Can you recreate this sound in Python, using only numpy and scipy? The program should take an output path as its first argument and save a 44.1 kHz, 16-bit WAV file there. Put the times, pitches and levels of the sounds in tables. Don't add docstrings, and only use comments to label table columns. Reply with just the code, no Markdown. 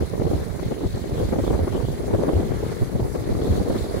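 import sys
import numpy as np
from scipy import signal
from scipy.fft import rfft, irfft
from scipy.io import wavfile
from scipy.ndimage import uniform_filter1d

SR = 44100
rng = np.random.default_rng(int(sys.argv[2]) if len(sys.argv) > 2 else 0)


def int16_out(signal):
    q = np.round(np.clip(np.atleast_2d(signal).T, -1, 1) * 32767)
    wavfile.write(sys.argv[1], SR, q.astype(np.int16))


N = 176400
TIME = np.arange(N) / SR
BINS = np.fft.rfftfreq(N, 1 / SR)

# t/s, level/dB
WIND_GUSTS = [(0, -21.5), (.07, -40), (.17, -27.5), (.3, -30), (.45, -33), (.58, -35.5), (.69, -32),
              (.77, -33), (.84, -31), (.91, -39), (.96, -32.5), (1.05, -33), (1.2, -30), (1.6, -27),
              (1.68, -32), (1.705, -32.5), (1.76, -28), (1.9, -34), (2.05, -28.5), (2.3, -24), (2.5, -29.5),
              (2.65, -30.5), (2.88, -36.5), (3, -31.5), (3.11, -35.5), (3.2, -31), (3.26, -33), (3.33, -30),
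              (3.45, -26), (3.55, -27.5), (3.77, -26.5), (3.81, -35), (3.9, -33.5), (4, -25.5)]
# peak t/s, length/s, level/dB, side/dB, rasp level/dB
WIND_BUFFETS = [(0.006, 0.024, -35, 1, -41), (.138, 0.015, -22.5, 5, -40), (.218, 0.02, -17, 0, -39),
                (0.269, 0.019, -20.5, 2, -48), (0.315, 0.1, -25, -6, -56), (0.383, .02, -33, 4, -52),
                (0.398, 0.022, -32, 5, -52), (0.596, 0.015, -30, 12.5, -38),
                (0.714, 0.034, -21.5, 5.5, -49), (0.814, 0.035, -26, 0, -42), (0.845, 0.029, -24, 7.5, -41),
                (1.179, 0.016, -25, 6, -52), (1.206, 0.071, -22.5, 3.5, -43),
                (1.329, 0.039, -21.5, 9, -35.5), (1.389, 0.041, -18.5, -3, -50),
                (1.442, 0.019, -22, 0, -49), (1.506, 0.021, -16.5, 2.5, -42),
                (1.537, 0.056, -24.5, 10.5, -39), (1.593, .02, -23, -3, -46), (1.642, .024, -27, 6, -42),
                (1.676, 0.023, -20, 4.5, -35), (1.725, 0.022, -27, 5, -37), (1.751, .045, -21.5, -0.5, -38),
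                (1.804, 0.025, -30, 13, -39), (1.847, .014, -24, 4, -48), (2.078, 0.047, -27, 0, -43),
                (2.139, 0.046, -17, -1, -37), (2.209, 0.028, -23, 0, -41), (2.245, 0.018, -23, 3, -36),
                (2.289, 0.038, -17.5, -2, -36), (2.357, 0.098, -25.5, -1, -46), (2.4, .02, -23.5, -5, -43),
                (2.431, 0.025, -26, -3, -42), (2.652, 0.051, -37, 4, -39), (2.72, 0.028, -28.5, -5, -41),
                (2.821, 0.028, -24, -2, -40), (2.954, 0.043, -25, -5, -56), (3, 0.035, -22, 5, -43),
                (3.049, 0.062, -27.5, -3, -41.5), (3.152, 0.027, -19.5, 6.5, -39),
                (3.295, 0.031, -21.5, -5, -41), (3.391, 0.023, -24.5, -11, -46),
                (3.434, 0.02, -31, -5, -52), (3.472, 0.031, -25, 1, -39), (3.525, .04, -25.5, 5, -43),
                (3.583, 0.014, -22, 0, -53), (3.615, 0.02, -21.5, 3.5, -40), (3.666, 0.042, -23.5, 1, -41),
                (3.704, 0.035, -19.5, -2, -39), (3.754, 0.057, -26, 3.5, -36.5),
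                (3.844, 0.045, -28, -2, -60), (3.944, 0.024, -21.5, 2, -54)]
BUFFET_RISE = 0.39
# f/Hz, level/dB
SPLASH_AT_MIC = [(1200, -7), (2400, -8), (3000, -6.5), (3600, -1), (4220, 2), (4700, -6), (5200, -11.5),
                 (6500, -29), (12000, -49)]
# f/Hz, level/dB
FIZZ_AT_MIC = [(3000, -42), (4500, 0), (5400, -1.5), (6600, 1.5), (7100, -2.5), (7750, 1), (8700, -5),
               (9900, -0.5), (11000, 3), (11900, -4), (12700, -5), (13800, -11.5), (15300, -1.5),
               (16000, -11.5)]


def amp(db):
    return 10 ** (np.asarray(db) / 20)


def unit(x):
    return x / np.sqrt(np.mean(x ** 2) + 1e-20)


def at_hz(points, hz):
    f, value = np.transpose(points)
    return np.interp(np.log(hz + 1), np.log(f + 1), value)


def curve(rows, column=1):
    rows = np.array(rows)
    return np.interp(TIME, rows[:, 0], rows[:, column])


def pan(side_db):
    return amp(np.array([[.5], [-.5]]) * side_db)


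def colour(x, spectrum):
    return unit(irfft(rfft(x) * amp(at_hz(spectrum, BINS)), N))


def white():
    return rng.standard_normal((2, N))


def wander(fastest_hz, slowest_hz, channels=1):
    shape = BINS / (BINS + slowest_hz) / (1 + (BINS / fastest_hz) ** 2)
    return unit(irfft(rfft(rng.standard_normal((channels, N))) * shape, N))


def steady_noise(spectrum, window_s):
    noise = colour(white(), spectrum)
    power = uniform_filter1d(noise ** 2, int(window_s * SR), axis=-1)
    return noise / np.sqrt(abs(power) + 1e-3)


def puffs(rows, rise=1):
    envelope = np.zeros((2, N))
    for peak_s, length_s, db, side_db, *_ in rows:
        width_s = length_s / 2 * np.where(TIME < peak_s, rise, 1)
        envelope += amp(db) * pan(side_db) * np.exp(-((TIME - peak_s) / width_s) ** 2)
    return envelope


def from_sea(x):
    # f/Hz, side/dB
    sea_side = [(500, 4.5), (1300, 0.5), (2100, 1.5), (2800, 1.5), (4200, 0.5), (6500, -0.5), (8700, 0.8),
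                (10800, 0), (12500, 2), (13800, 4), (15500, 1)]
    # f/Hz, correlation
    sea_correlation = [(500, -0.51), (1300, -0.18), (2200, 0.57), (3200, -0.23), (4400, -0.034),
                       (8000, -0.0084)]
    left, unrelated = rfft(x)
    likeness = at_hz(sea_correlation, BINS)
    right = likeness * left + np.sqrt(1 - likeness ** 2) * unrelated
    return irfft(np.array([left, right]) * pan(at_hz(sea_side, BINS)), N)


def foam(spectrum, patchy_db, flicker_db, grain_db):
    grains = white() * amp(grain_db * wander(900, 100, channels=2))
    cells = signal.stft(grains, nperseg=256)[2]
    patches = uniform_filter1d(rng.standard_normal(cells.shape[1:]), size=6, axis=0)
    patches = unit(uniform_filter1d(patches, size=18, axis=1))
    hiss = signal.istft(cells * amp(patchy_db * patches), nperseg=256)[1][:, :N]
    return colour(from_sea(hiss), spectrum) * amp(flicker_db * wander(22, 8))


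def droplets(per_s=1500, pitches=28, decay_cycles=5.8, spread_db=4.5):
    drops = np.zeros((2, N))
    for hz in np.geomspace(1300, 11000, pitches):
        t = np.arange(0, 5 * decay_cycles / hz, 1 / SR)
        age = t * hz / decay_cycles
        ring = np.exp(-age) * np.sin(2 * np.pi * hz * t * (1 + 0.022 * age))
        hits = rng.random((2, N)) < per_s / pitches / SR
        strength = amp(spread_db * np.minimum(rng.exponential(1, (2, N)), 4))
        drops += signal.oaconvolve(hits * strength, ring[None], axes=1)[:, :N]
    drops = from_sea(drops)
    return unit(colour(drops, SPLASH_AT_MIC) + 0.86 * colour(drops, FIZZ_AT_MIC))


def surf():
    # t/s, level/dB
    breakers = [(0, -50.5), (.28, -51.5), (.38, -48.5), (.52, -51), (.64, -50), (.8, -53.5), (1.12, -50.5),
                (1.5, -49.5), (1.8, -52.5), (2, -50), (2.3, -49), (2.52, -49), (2.66, -45), (2.8, -49.5),
                (2.92, -51), (3.2, -49), (3.45, -48.5), (3.65, -49), (3.85, -49), (4, -47)]
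    # t/s, splash level/dB, fizz level/dB, spill level/dB
    waves = [(0, -49, -49, -56), (.2, -51.5, -52, -60), (.35, -50, -48.5, -56), (.55, -53.5, -51, -61),
             (.66, -48, -50, -60), (.79, -51, -52.3, -55), (.89, -47, -50.5, -63),
             (1.12, -49.5, -50.5, -59), (1.25, -48.5, -48, -52), (1.34, -52.5, -50.5, -58),
             (1.45, -50, -47, -50.5), (1.63, -51, -50.5, -59), (1.78, -51, -49.5, -50.5),
             (1.9, -51.5, -49.5, -52.5), (2.05, -51.5, -50, -57), (2.42, -51, -50, -54),
             (2.55, -52, -50.5, -57), (2.72, -48.5, -48, -52), (2.9, -52, -51, -61),
             (3.12, -53.5, -49, -70), (3.33, -49.5, -49.7, -68), (3.44, -49.5, -48, -50),
             (3.57, -45.5, -47.5, -54), (3.68, -48.5, -48.3, -59), (3.78, -45, -46.5, -61),
             (3.9, -47.5, -49, -64), (4, -46, -45.5, -54)]
    # f/Hz, level/dB
    churn_spectrum = [(200, 1), (500, 0), (1000, 4), (1400, 1), (2150, -.5), (2650, -13.5), (3300, -26),
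                      (4500, -32), (9000, -46)]
    # f/Hz, level/dB
    spill_spectrum = [(1500, -18), (2400, -6.5), (2750, -5), (3200, 2), (3600, -2), (4400, -31),
                      (8000, -47)]
    churn = amp(3.5) * foam(churn_spectrum, patchy_db=1.87, flicker_db=1.45, grain_db=0.5)
    spill = amp(-1.7) * foam(spill_spectrum, patchy_db=3.5, flicker_db=1.9, grain_db=3.0)
    splash = amp(-2) * foam(SPLASH_AT_MIC, patchy_db=1.6, flicker_db=1.16, grain_db=0.5)
    splash += amp(-5.5) * droplets()
    fizz = amp(-0.23) * foam(FIZZ_AT_MIC, patchy_db=1.3, flicker_db=1.0, grain_db=-0.5)
    return (churn * amp(curve(breakers))
            + splash * amp(curve(waves, column=1))
            + fizz * amp(curve(waves, column=2))
            + spill * amp(curve(waves, column=3)))


def rumble(gust_share=0.17):
    # t/s, level/dB
    swell = [(0, -28.5), (.35, -25.5), (.6, -30), (1, -29.5), (1.25, -26.5), (1.55, -28), (1.9, -24),
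             (2.2, -28), (2.5, -24.5), (2.8, -31), (3.25, -28.5), (3.55, -24), (3.85, -29.5), (4, -27)]
    # t/s, side/dB
    balance = [(0, -3.5), (1.8, -8), (2.1, -0.5), (2.6, 10), (3.3, 7), (4, -6)]
    # f/Hz, level/dB
    spectrum = [(15, -60), (28, -23), (50, -0.5), (78, -0.5), (120, -4), (180, -7), (300, -25), (600, -39),
                (1500, -87)]
    lumps = unit(amp(3.15 * wander(37, 9, channels=2) + 0.94 * wander(32, 14)))
    gust_db = curve(WIND_GUSTS)
    level_db = curve(swell) - 1.5 + gust_share * (gust_db - gust_db.mean())
    return amp(level_db) * pan(curve(balance)) * lumps * steady_noise(spectrum, window_s=0.07)


def thumps(pitch_waver=0.33):
    # centre t/s, length/s, level/dB, side/dB, centre f/Hz
    heavy_eddies = [(.015, 0.075, -26, -10.5, 84.6), (.2, 0.024, -24, -10, 99.9),
                    (.262, 0.039, -21.5, -6, 115), (.345, 0.019, -20, 7, 71.9), (.42, .028, -24.5, -1, 90),
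                    (.51, 0.043, -27.5, -12.5, 74.65), (.662, 0.018, -19, -2.5, 100.1),
                    (.863, 0.02, -17, 3.5, 86), (.946, 0.018, -21.5, 4, 99.9), (1.13, .02, -22.5, 7, 110.6),
                    (1.182, 0.016, -25.5, 3, 106.4), (1.228, 0.019, -24, 4, 100),
                    (1.26, 0.049, -27, 5, 58.6), (1.425, 0.024, -24.5, 10, 80.4),
                    (1.502, 0.027, -21.5, -11, 69.3), (1.55, 0.025, -20.5, -9, 61.2),
                    (1.627, 0.035, -19, 0, 70.6), (2.146, 0.024, -20.5, 12, 85),
                    (2.368, 0.058, -17, 2.5, 78.08), (2.52, .046, -26, 7, 103.8),
                    (2.683, 0.032, -30, 0, 85.5), (2.827, 0.029, -15, -4, 99.5),
                    (2.955, 0.02, -18.5, 3, 101), (3.024, 0.027, -19, -3, 107.2),
                    (3.055, .018, -22, 5, 110), (3.2, 0.027, -27, 4, 89.9),
                    (3.322, 0.025, -20.5, -3, 100.5), (3.365, .03, -22.5, 6, 84.9),
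                    (3.514, 0.029, -12.5, 0, 80.1), (3.594, 0.031, -25, -7, 69.87),
                    (3.706, 0.015, -18, -2, 75.3), (3.822, .022, -22.5, -7, 72), (3.975, .035, -31, -5, 80)]
    hz = curve(heavy_eddies, column=4) * np.exp(pitch_waver * wander(94, 16.2, channels=2))
    turns = np.cumsum(hz, axis=1) / SR + rng.random((2, 1))
    return amp(3) * puffs(heavy_eddies) * np.sin(2 * np.pi * turns)


def buffet_rasp():
    # f/Hz, level/dB
    spectrum = [(250, -18), (600, -8), (850, 3), (1200, -2.5), (1700, -8), (2300, -16.5), (3200, -32),
                (8000, -64)]
    rasps = [(peak_s, length_s, db, side_db) for peak_s, length_s, _, side_db, db in WIND_BUFFETS]
    return amp(-2.5) * puffs(rasps, rise=BUFFET_RISE) * steady_noise(spectrum, window_s=0.0072)


def flutter(rasp_db=-23, rasp_growth=1.6):
    # f/Hz, level/dB
    body_spectrum = [(40, -88), (110, -7.5), (200, -2), (300, -1), (410, 1), (550, -6.5), (720, -12.5),
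                     (950, -22), (1400, -36), (2000, -39.5), (3000, -60), (8000, -73)]
    # f/Hz, level/dB
    rasp_spectrum = [(300, 8.5), (700, -7), (1100, 10.5), (1600, -6.5), (2200, -14.5), (3000, -11),
                     (6000, -22), (12000, -60)]
    # t/s, side/dB
    rasp_balance = [(0, 12), (.9, -1), (1.5, 12), (2.1, 10), (2.45, -8), (2.7, 12), (3.3, 14), (3.75, 3),
                    (4, -5)]
    shared_eddies_db = 2.5 * wander(55.3, 44)
    port_eddies_db = 4.5 * wander(72, 2.4, channels=2)
    gusts = amp(curve(WIND_GUSTS) + 1.42) * unit(amp(shared_eddies_db + port_eddies_db))
    buffets = amp(-0.4) * puffs(WIND_BUFFETS, rise=BUFFET_RISE)
    force = np.hypot(gusts, buffets)
    body = force * steady_noise(body_spectrum, window_s=0.019)
    tearing = white() * force ** rasp_growth * amp(-wander(130, 8.9, channels=2))
    rasp = colour(tearing * pan(curve(rasp_balance)), rasp_spectrum)
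    return body + amp(rasp_db) * np.std(body) * rasp


def bass_dips(wind, below_hz=235, ramp_s=0.019):
    # start t/s, end t/s, level/dB
    left_dips = [(.05, .22, -16), (.25, .31, -15), (.43, .64, -38), (.72, .83, -20), (1.01, 1.08, -16),
                 (1.12, 1.18, 1), (1.65, 1.74, -37), (1.78, 1.84, -42), (3.94, 4.05, -7)]
    # start t/s, end t/s, level/dB
    right_dips = [(1.951, 2.017, -16), (2.017, 2.078, -20), (2.269, 2.342, -26), (2.428, 2.476, -8),
                  (2.511, 2.558, -11), (2.7, 2.793, -5), (2.835, 2.947, -11), (3.06, 3.172, -5),
                  (3.374, 3.418, -19), (3.617, 3.688, -18), (3.848, 3.929, -2)]
    bass_db = np.zeros((2, N))
    for port, dips in enumerate((left_dips, right_dips)):
        for start, end, db in dips:
            bass_db[port] += db * np.clip(np.minimum(TIME - start, end - TIME) / ramp_s, 0, 1)
    bass = irfft(rfft(wind) / (1 + (BINS / below_hz) ** 8), N)
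    return wind - bass * (1 - amp(bass_db))


def scene():
    wind = flutter() + buffet_rasp() + rumble() + thumps()
    return bass_dips(wind) + surf()


def record(dry):
    cutoff_hz, fade_s = 15820, 0.006
    fade = np.clip(np.minimum(TIME, TIME[-1] - TIME) / fade_s, 0, 1)
    lowpass = signal.firwin(701, cutoff_hz, window=("kaiser", 9), fs=SR)
    return signal.oaconvolve(dry * fade, lowpass[None], "same")


dry = scene()
out = record(dry)
int16_out(out)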